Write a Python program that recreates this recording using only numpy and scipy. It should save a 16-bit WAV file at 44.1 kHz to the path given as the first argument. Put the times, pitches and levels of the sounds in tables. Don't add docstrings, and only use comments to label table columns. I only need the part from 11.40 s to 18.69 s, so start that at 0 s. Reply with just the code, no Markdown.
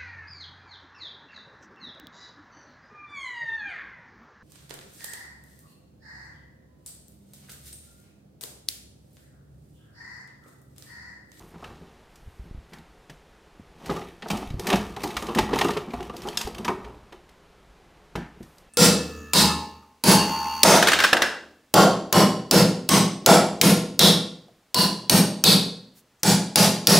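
import sys
import numpy as np
from scipy import signal
from scipy.fft import rfft, irfft
from scipy.io import wavfile
from scipy.ndimage import uniform_filter1d, map_coordinates

SR = 44100
rng = np.random.default_rng(int(sys.argv[2]) if len(sys.argv) > 2 else 0)


def generate_wav(signal):
    frames = np.transpose(np.atleast_2d(signal))
    scaled = np.clip(frames, -1, 1) * 32767
    pcm = np.round(scaled).astype(np.int16)
    wavfile.write(sys.argv[1], SR, pcm)


N = 321644
TIME = np.arange(N) / SR
GRIP_DETUNE, FILL_DETUNE, LOAD_DETUNE = 0.018, 0.01, 0.04


def undb(db):
    return 10 ** (np.asarray(db) / 20)


def unit(x):
    return x / np.sqrt(np.mean(x ** 2))


def decay(t, t60):
    return np.exp(-np.log(1000) * t / t60)


def add(track, s, sound):
    start = max(int(s * SR), 0)
    track[start:start + len(sound)] += sound[:max(N - start, 0)]


def band(x, lo_hz, hi_hz, order=2):
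    sos = signal.butter(order, [lo_hz, min(hi_hz, SR / 2 - 1)], "band", fs=SR, output="sos")
    return signal.sosfilt(sos, x)


def swell(s, length, attack_s, release_s):
    outside = np.maximum(s - TIME, 0) / attack_s + np.maximum(TIME - s - length, 0) / release_s
    return undb(-30 * outside)


def body(modes, lo_hz, hi_hz, dense_db):
    t = np.arange(SR // 8) / SR
    ring = undb(dense_db) * (t == 0)
    for hz, width, db in modes:
        gain = undb(db) * 2 * np.pi * width / SR
        ring += gain * np.exp(-np.pi * width * t) * np.cos(2 * np.pi * hz * t)
    return band(ring, lo_hz, hi_hz)


def detuned(ring, spread):
    speed = np.exp(spread * rng.standard_normal())
    return map_coordinates(ring, [np.arange(len(ring)) * speed], order=3)


def spot(ring, hz, span, rest_db):
    return band(ring, hz / (1 + span), hz * (1 + span), order=1) + undb(rest_db) * ring


def strike(ring, t60, build_s, push):
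    t = np.arange(SR // 5) / SR
    chatter = rng.standard_normal(len(t)) * decay(t, t60) * (1 - np.exp(-t / build_s)) ** 2
    force = chatter / np.linalg.norm(chatter) + push * (t == 0)
    sound = signal.fftconvolve(force, ring)
    return sound / np.sqrt(uniform_filter1d(sound ** 2, size=512).max())


def grains(ring, rate, spread_db):
    size = undb(spread_db * np.minimum(rng.exponential(size=N), 4))
    slips = (rng.random(N) < rate / SR) * size * rng.choice([-1, 1], N)
    return unit(signal.fftconvolve(slips, ring)[:N])


# (frequency [Hz], relative spectral level [dB])
ROOM_TONE = [(15, -10.5), (25, -2.5), (53, -0.5), (108, -13.5), (166, -7), (263, -14), (427, -8),
             (463, -13), (516, -11), (624, -15.5), (695, -13), (2760, -23.5), (3250, -25), (11600, -40),
             (16000, -48)]
def room_tone():
    hz, db = np.transpose(ROOM_TONE)
    freqs = np.maximum(np.fft.rfftfreq(N, 1 / SR), 1)
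    colour = undb(np.interp(np.log(freqs), np.log(hz), db))
    return undb(-55) * unit(irfft(rfft(rng.standard_normal(N)) * colour, N))


# (frequency [Hz], t60 [s], relative level [dB])
KITCHEN_ECHO = [(100, 0.24, -3), (252, 0.38, -4.5), (700, 0.33, -7), (1800, 0.44, -7.5), (4800, 0.33, -6.5),
                (12000, 0.27, -4.5)]
def kitchen_echo(x, build_s=0.0032, positions=20):
    t = np.arange(2 * SR // 3) / SR
    hz, t60s, dbs = np.transpose(KITCHEN_ECHO)
    echoes = np.zeros((positions, len(t)))
    for octave_hz in 63 * 2. ** np.arange(9):
        t60, db = (np.interp(np.log(octave_hz), np.log(hz), column) for column in (t60s, dbs))
        fade = decay(t, t60) * (1 - np.exp(-(t / build_s) ** 2))
        noise = band(rng.standard_normal(echoes.shape), octave_hz / 2 ** .5, octave_hz * 2 ** .5, order=3)
        echoes += undb(db) * fade / np.linalg.norm(fade) * noise
    out, hop = np.zeros(N), N // positions
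    for k, echo in enumerate(echoes):
        piece = x[k * hop:(k + 2) * hop]
        crossfade = np.sin(np.linspace(0, np.pi, len(piece)))
        add(out, k * hop / SR, signal.fftconvolve(piece * crossfade, echo))
    return out


# (time [s], length [s], level [dB])
MOUNT_SWAYS = [(0.91, 0.275, -47.5), (3.102, 0.051, -46)]
def mount_sway():
    mount = body([(32.7, 14, 4), (70, 30, -13)], 9.3, 170, dense_db=-7)
    gain = sum(undb(db) * swell(s, length, 0.31, 0.083) for s, length, db in MOUNT_SWAYS)
    return grains(mount, rate=90, spread_db=6.5) * gain


# (time [s], level [dB], pitch [Hz], t60 [s])
MIC_BUMPS = [(.873, -39, 75.6, 0.073), (0.995, -36, 56, 0.21), (1.147, -30.5, 91.5, 0.031),
             (1.177, -36, 52.7, 0.11), (2.197, -35.5, 241, 0.024), (3.108, -23, 115, 0.033),
             (3.142, -19, 87.5, 0.023), (5.05, -31.5, 55.4, 0.062)]
def mic_bumps(rise_s=0.00062):
    out, t = np.zeros(N), np.arange(SR // 3) / SR
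    for s, db, hz, t60 in MIC_BUMPS:
        rock = 2 * np.sin(2 * np.pi * hz * t) * decay(t, t60)
        rub = undb(-11.5) * unit(band(rng.standard_normal(len(t)), 34, 132)) * decay(t, 0.32)
        add(out, s, undb(db) * (rock + rub) * (1 - np.exp(-t / rise_s)))
    return out


# (time [s], length [s], level [dB])
FINGER_GRIPS = [(0, .11, -65.5), (0.705, 0.36, -76), (1.297, 0.073, -74), (7.005, 0.21, -71)]
def finger_rustle(edge):
    rustle = unit(band(grains(edge, rate=2000, spread_db=-1), 9700, 14400, order=1))
    return rustle * sum(undb(db) * swell(s, length, 0.05, 0.075) for s, length, db in FINGER_GRIPS)


# (time [s], relative level [dB])
SEAL_PEEL = [(0, -47.5), (.1, -58), (.24, -44.5), (.42, -54.5), (.65, -61.5)]
def door_seal(door_bin, bottle, shell, edge):
    tears = (undb(-4.5) * grains(door_bin, rate=500, spread_db=0.5)
             + undb(-7) * grains(bottle, rate=570, spread_db=1)
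             + undb(-13.5) * grains(shell, rate=270, spread_db=2)
             + undb(-19.5) * grains(edge, rate=1400, spread_db=2))
    suction = undb(-4) * unit(band(rng.standard_normal(N), 34, 156))
    s, db = np.transpose(SEAL_PEEL)
    return (tears + suction) * undb(np.interp(TIME, s, db, left=-120, right=-120))


# (time [s], level [dB])
DOOR_SHUDDERS = [(2.469, -40.5), (2.921, -39.5), (3.33, -35.5), (3.499, -43.5), (3.761, -40), (3.991, -31),
                 (4.25, -40), (4.54, -39), (4.79, -47.5), (5.12, -44.5), (5.44, -43.5)]
def door_shudders(swing_hz=58.2, rise_s=0.005, t60=0.96):
    out, t = np.zeros(N), np.arange(SR) / SR
    fade = (1 - np.exp(-t / rise_s)) * decay(t, t60)
    for s, db in DOOR_SHUDDERS:
        swing = detuned(np.sin(2 * np.pi * swing_hz * t), LOAD_DETUNE)
        rumble = undb(-4) * unit(band(rng.standard_normal(len(t)), 44, 120))
        add(out, s, undb(db) * fade * (swing + rumble))
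    return out


# (frequency [Hz], width [Hz], level [dB])
PANEL_MODES = [(56, 10, 9.1), (170.5, 29, 13), (226, 26, 4), (330, 59, 5)]
SKIN_MODES = [(820, 200, 7.5), (1430, 300, 1), (1820, 180, -12), (2080, 99, -20)]
# (time [s], relative boom [dB], relative clank [dB], chatter t60 [s])
DOOR_BLOWS = [(.035, -38, -63, 0.047), (0.14, -32.5, -37, 0.11), (0.243, -48, -29, .05),
              (.302, -33, -37, 0.083), (0.413, -30.5, -62, .09), (1.051, -36.5, -52, 0.089),
              (1.321, -35.5, -35, 0.38), (1.383, -37, -48, 0.12), (6.7535, -17, -12.5, 0.031),
              (6.771, -17.5, -30, 0.052), (6.803, -30.5, -27.5, 0.32), (6.961, -37, -58, 0.044),
              (7.004, -24.5, -46, 0.053)]
def door_blows(boom_gain_db, clank_gain_db):
    panel = body(PANEL_MODES, 32, 370, dense_db=-2.5)
    skin = body(SKIN_MODES, 660, 2500, dense_db=-5)
    out = np.zeros(N)
    for s, boom_db, clank_db, t60 in DOOR_BLOWS:
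        add(out, s, undb(boom_db + boom_gain_db) * strike(panel, t60, build_s=0.0034, push=0.27))
        add(out, s, undb(clank_db + clank_gain_db) * strike(skin, t60, build_s=0.00088, push=0.07))
    return out


# (frequency [Hz], width [Hz], level [dB])
LID_MODES = [(3100, 110, 2), (4500, 260, -5)]
def lid_ping(s=4.887, db=-34.5):
    lid = body(LID_MODES, 2000, 9000, dense_db=-24)
    out = np.zeros(N)
    add(out, s, undb(db) * strike(lid, t60=0.0064, build_s=0.00086, push=0.88))
    return out


# (frequency [Hz], width [Hz], level [dB])
CAN_MODES = [(947, 36, 6.5), (1000, 40, 1), (1055, 40, 1.5), (1230, 27, 0), (1850, 110, -13),
             (2200, 95, -16)]
RIM_MODES = [(1750, 180, 9.2), (2820, 200, 5.1), (3580, 270, 12), (3950, 230, 3), (4730, 260, 8),
             (5100, 200, 6.3), (6330, 130, 8.5)]
# (time [s], clonk level [dB], clink level [dB], chatter t60 [s], build-up [s])
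CAN_KNOCKS = [(4.973, -37, -19.5, 0.029, 0.000059), (5.007, -35.5, -48, 0.031, 0.0028),
              (5.281, -20.5, -38, 0.036, 0.0013), (5.295, -31.5, -53, 0.097, 0.00064)]
def can_knocks():
    side = body(CAN_MODES, 880, 2800, dense_db=-16)
    rim = body(RIM_MODES, 1150, 13500, dense_db=-12)
    out = np.zeros(N)
    for s, clonk_db, clink_db, t60, build_s in CAN_KNOCKS:
        hardness = np.exp(-build_s / 0.0013)
        add(out, s, undb(clonk_db) * strike(side, t60, build_s, push=2 * hardness))
        add(out, s, undb(clink_db) * strike(rim, t60, build_s, push=0.59 * hardness))
    return out


# (frequency [Hz], width [Hz], level [dB])
BIN_MODES = [(181.3, 30, 1), (219, 28, 0), (273, 13, -2), (355, 60, -3.5), (396, 63, -0.5),
             (457, 17, -11.5)]
BOTTLE_MODES = [(623, 28, 9.7), (710, 17.5, 11.7), (795, 98, 9.2), (885, 86, 5.6), (1000, 160, 3.6),
                (1170, 123, 6.2), (1258, 12, 2.2)]
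SHELL_MODES = [(1800, 100, 6.7), (1920, 190, 6.8), (2240, 190, 5), (2630, 320, 1.9), (3007, 470, 4.5),
               (3606, 82, 4.2), (3910, 81, 2.7)]
EDGE_MODES = [(4540, 410, 3), (5190, 1300, 5.5), (5800, 270, 0), (6450, 210, 1), (7870, 2700, -4),
              (10300, 3800, -21), (13800, 2800, -9.5)]
def plastic_rings():
    return (body(BIN_MODES, 97, 504, dense_db=-5), body(BOTTLE_MODES, 610, 1380, dense_db=0),
            body(SHELL_MODES, 1450, 5000, dense_db=0), body(EDGE_MODES, 3200, 14100, dense_db=-10))


# (time [s], length [s], relative rubbing [dB], relative crinkling [dB])
BOTTLE_DRAGS = [(2.481, 0.063, -33.5, -44.5), (2.915, 0.046, -34.5, -43.5), (3.282, 0.069, -27, -37.5),
                (3.615, 0.54, -36, -47), (4.118, 0.16, -28, -41.5), (4.496, 0.16, -39.5, -53.5),
                (4.765, .08, -41.5, -50), (4.838, .18, -39, -47), (5.165, .29, -38.5, -59)]
def bottle_drags(door_bin, bottle, shell, edge):
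    rub_gain, crinkle_gain = np.zeros(N), np.zeros(N)
    for s, length, rub_db, crinkle_db in BOTTLE_DRAGS:
        movement = swell(s, length, attack_s=0.16, release_s=0.38)
        rub_gain = np.maximum(rub_gain, undb(rub_db) * movement)
        crinkle_gain = np.maximum(crinkle_gain, undb(crinkle_db) * movement)
    rub = (undb(-6) * grains(door_bin, rate=500, spread_db=1)
           + undb(-9.5) * grains(bottle, rate=870, spread_db=0))
    crinkle = (undb(-6) * grains(shell, rate=1400, spread_db=4)
               + undb(-10) * grains(edge, rate=400, spread_db=2.5))
    snap = strike(shell + undb(-8.5) * edge, t60=0.022, build_s=0.0016, push=0.046)
    crinkle += undb(-6) * grains(snap, rate=180, spread_db=6)
    return rub * rub_gain + crinkle * np.hypot(crinkle_gain, creasing())


# (time [s], relative level [dB], ring pitch [Hz], relative treble edge [dB], build-up [s])
CRACKS_AND_CLICKS = [(0.242, -29, 2600, -22, 0.0012), (0.7562, -49, 2460, -1.5, 0.00093),
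                     (1.3334, -33, 1800, -13.5, 0.00067), (1.385, -41.5, 4180, -15, 0.00091),
                     (1.6967, -33.5, 1720, -15, 0.0011), (2.459, -32, 1850, -9, 0.00053),
                     (2.496, -26, 1640, -19, .004), (2.563, -31, 1750, -13, 0.0017),
                     (2.614, -33.5, 2000, -36, 0.0018), (2.823, -25.5, 1900, -35, 0.00063),
                     (2.8833, -32.5, 3630, -5, 0.0021), (2.902, -16.5, 2580, -13, 0.0011),
                     (2.911, -22.5, 2670, -8.5, 0.0013), (2.9698, -34, 1960, -3.5, .002),
                     (3.025, -34.5, 2400, -29, .001), (3.103, -32.5, 4000, -17, 0.00089),
                     (3.195, -28.5, 3700, -3, 0.00086), (3.269, -16.5, 1770, -9, 0.00083),
                     (3.288, -21.5, 1870, -11, 0.0016), (3.302, -11, 2940, -18, 0.00067),
                     (3.3276, -11, 2680, -20, 0.0016), (3.3566, -18.5, 1970, -11, 0.00054),
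                     (3.446, -43, 1820, -12, 0.0009), (3.564, -27, 2070, -15.5, 0.00062),
                     (3.617, -33, 2300, -12, .002), (3.633, -23, 2240, -6.5, 0.0036),
                     (3.674, -28.5, 3850, -10, 0.0014), (3.703, -30.5, 2100, -28, 0.0016),
                     (3.767, -15.5, 2220, -13.5, 0.0012), (3.8228, -26, 2010, -9, 0.00091),
                     (3.867, -27.5, 2940, -12, 0.0017), (3.888, -29, 2940, -29, 0.0024),
                     (3.949, -18, 1860, -12.5, 0.00029), (3.97, -22.5, 2240, -21, 0.005),
                     (3.9854, -8.5, 1940, -16.5, 0.0016), (4.092, -32, 2400, -17, 0.00042),
                     (4.132, -18, 1750, -29, .002), (4.157, -23, 2960, -11, 0.0024),
                     (4.188, -12.5, 2140, -12.5, 0.00072), (4.211, -9, 2900, -19.5, 0.0021),
                     (4.244, -20, 2800, -10.5, 0.0012), (4.284, -20.5, 2620, -15, 0.0012),
                     (4.305, -20.5, 1760, -14.5, 0.00095), (4.334, -30, 3000, -14, .001),
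                     (4.369, -19.5, 2300, -18.5, 0.0017), (4.506, -33.5, 2240, -29.5, .001),
                     (4.537, -30, 2240, -18, 0.00085), (4.6058, -30.5, 2820, -18, .0005),
                     (4.627, -31, 2840, -13, 0.00093), (4.6972, -32.5, 2790, -21, 0.00035),
                     (4.737, -45, 2580, -23, .0006), (4.765, -35.5, 2950, -1.5, 0.0011),
                     (4.819, -35.5, 3000, -4, .0006), (4.871, -35.5, 2200, -5, .001),
                     (4.8863, -28.5, 3170, -8, 0.00042), (4.9537, -40, 3700, -9, 0.0005),
                     (5.012, -19, 2800, -7.5, 0.001), (5.072, -35.5, 4690, -0.5, 0.003),
                     (5.146, -30, 3140, -12, 0.0022), (5.182, -28, 3060, -10.5, 0.00093),
                     (5.2468, -20, 1730, -12, 0.0011), (5.2799, -23, 2900, -18, 0.00058),
                     (5.444, -34.5, 2400, -28, .002), (5.7237, -35, 1970, -19, 0.0015),
                     (5.891, -46, 1920, -11, 0.00092), (6.755, -24, 1670, -16.5, 0.001),
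                     (7.027, -45, 1910, -5, 0.0013), (7.182, -51, 4440, 2, 0.0013)]
def cracks_and_clicks(bottle, shell, edge):
    out = np.zeros(N)
    for s, db, hz, edge_db, build_s in CRACKS_AND_CLICKS:
        crack = spot(detuned(shell, GRIP_DETUNE), hz, span=0.075, rest_db=0)
        jolt = undb(-1.5) * detuned(bottle, FILL_DETUNE)
        t60 = 0.039 * 2400 / hz
        push = 0.87 * np.exp(-build_s / 0.0016)
        add(out, s, undb(db - 11.5) * strike(crack + jolt, t60, build_s, push))
        add(out, s, undb(db + edge_db - 4.5) * strike(edge, 0.77 * t60, build_s, push=0.14))
    return out


def creasing(rise_s=0.018, fade_s=0.08):
    loudest = sorted(CRACKS_AND_CLICKS, key=lambda row: -row[1])[:len(CRACKS_AND_CLICKS) // 4]
    return sum(undb(db - 36.5) * swell(s + rise_s, 0, rise_s, fade_s) for s, db, *_ in loudest)


# (time [s], relative thud [dB], thud pitch [Hz], relative clack [dB], clack pitch [Hz], chatter t60 [s])
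BOTTLE_KNOCKS = [(0.157, -45, 355, -38, 1000, 0.012), (.226, -54, 273, -29, 1258, 0.085),
                 (1.697, -36, 136, -41, 710, 0.078), (2.495, -14.5, 167, -17, 1190, 0.022),
                 (2.51, -17, 480, -17.5, 800, 0.025), (2.563, -28, 384, -24.5, 1200, 0.1),
                 (2.617, -29.5, 386, -32, 830, 0.024), (2.826, -33.5, 225, -30.5, 810, 0.069),
                 (2.859, -31, 433, -24, 740, 0.043), (2.903, -18.5, 211, -18, 795, 0.067),
                 (2.933, -21, 224, -23, 730, 0.26), (3.026, -26.5, 293, -22.5, 700, 0.017),
                 (3.195, -24.5, 433, -30, 820, 0.049), (3.29, -19.5, 415, -19, 800, .25),
                 (3.32, -14.5, 367, -12.5, 700, 0.15), (3.336, -7.5, 208, -10.5, 710, 0.036),
                 (3.567, -30, 403, -23, 720, 0.064), (3.637, -20, 303, -19, 810, 0.21),
                 (3.768, -35, 350, -17, 1230, .026), (3.825, -25, 304, -24.5, 1190, 0.17),
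                 (3.887, -19, 430, -20.5, 1080, 0.22), (3.96, -11.5, 219, -20.5, 700, 0.11),
                 (3.985, -13.5, 335, -7.5, 860, 0.032), (4.03, -20.5, 396, -23, 885, 0.042),
                 (4.091, -35, 400, -22, 780, 0.036), (4.131, -9.5, 430, -13, 795, .04),
                 (4.16, -19.5, 457, -14.5, 905, 0.041), (4.212, -22, 423, -11, 910, 0.051),
                 (4.249, -8.5, 335, -14.5, 1250, 0.03), (4.289, -21, 407, -15, 1170, 0.044),
                 (4.366, -15.5, 430, -19.5, 1320, 0.043), (4.479, -24.5, 246, -32.5, 820, 0.052),
                 (4.536, -20.5, 248, -18, 750, .03), (4.603, -24.5, 360, -26, 794, .08),
                 (4.697, -24.5, 448, -24, 1160, 0.024), (4.739, -29, 357, -30, 700, .056),
                 (4.853, -23.5, 380, -25, 820, 0.15), (4.879, -28, 424, -23, 910, 0.016),
                 (5.071, -22, 433, -21, 740, 0.027), (5.191, -22.5, 190, -36, 870, 0.07),
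                 (5.252, -28, 196, -22, 960, 0.088), (5.282, -17.5, 150, -23, 1020, 0.039),
                 (5.292, -14, 381, -16, 1020, 0.09), (5.723, -37.5, 355, -36, 910, 0.13)]
def bottle_knocks(door_bin, bottle):
    out = np.zeros(N)
    for s, thud_db, thud_hz, clack_db, clack_hz, t60 in BOTTLE_KNOCKS:
        thud = spot(detuned(door_bin, LOAD_DETUNE), thud_hz, span=0.078, rest_db=-7.5)
        add(out, s, undb(thud_db - 9) * strike(thud, t60, build_s=0.0035, push=0.64))
        clack = spot(detuned(bottle, FILL_DETUNE), clack_hz, span=0.05, rest_db=-4)
        add(out, s, undb(clack_db - 11) * strike(clack, t60, build_s=0.0014, push=0.46))
    return out


def contacts(door_bin, bottle, shell, edge):
    out = bottle_knocks(door_bin, bottle) + cracks_and_clicks(bottle, shell, edge)
    return out + can_knocks() + lid_ping()


def scene():
    rings = plastic_rings()
    friction = bottle_drags(*rings) + door_seal(*rings) + finger_rustle(edge=rings[-1])
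    direct = friction + contacts(*rings) + door_blows(boom_gain_db=-11, clank_gain_db=-17.5)
    echo = np.zeros(N)
    for _ in range(2):
        outgoing = friction + contacts(*rings) + door_blows(boom_gain_db=-14.5, clank_gain_db=-13.5)
        echo += kitchen_echo(outgoing) / np.sqrt(2)
    mono = direct + echo + door_shudders() + mic_bumps() + mount_sway() + room_tone()
    return np.array([mono, mono])


def record(dry):
    return signal.sosfilt(signal.ellip(8, .2, 70, 15400, fs=SR, output="sos"), dry)


dry = scene()
out = record(dry)
generate_wav(out)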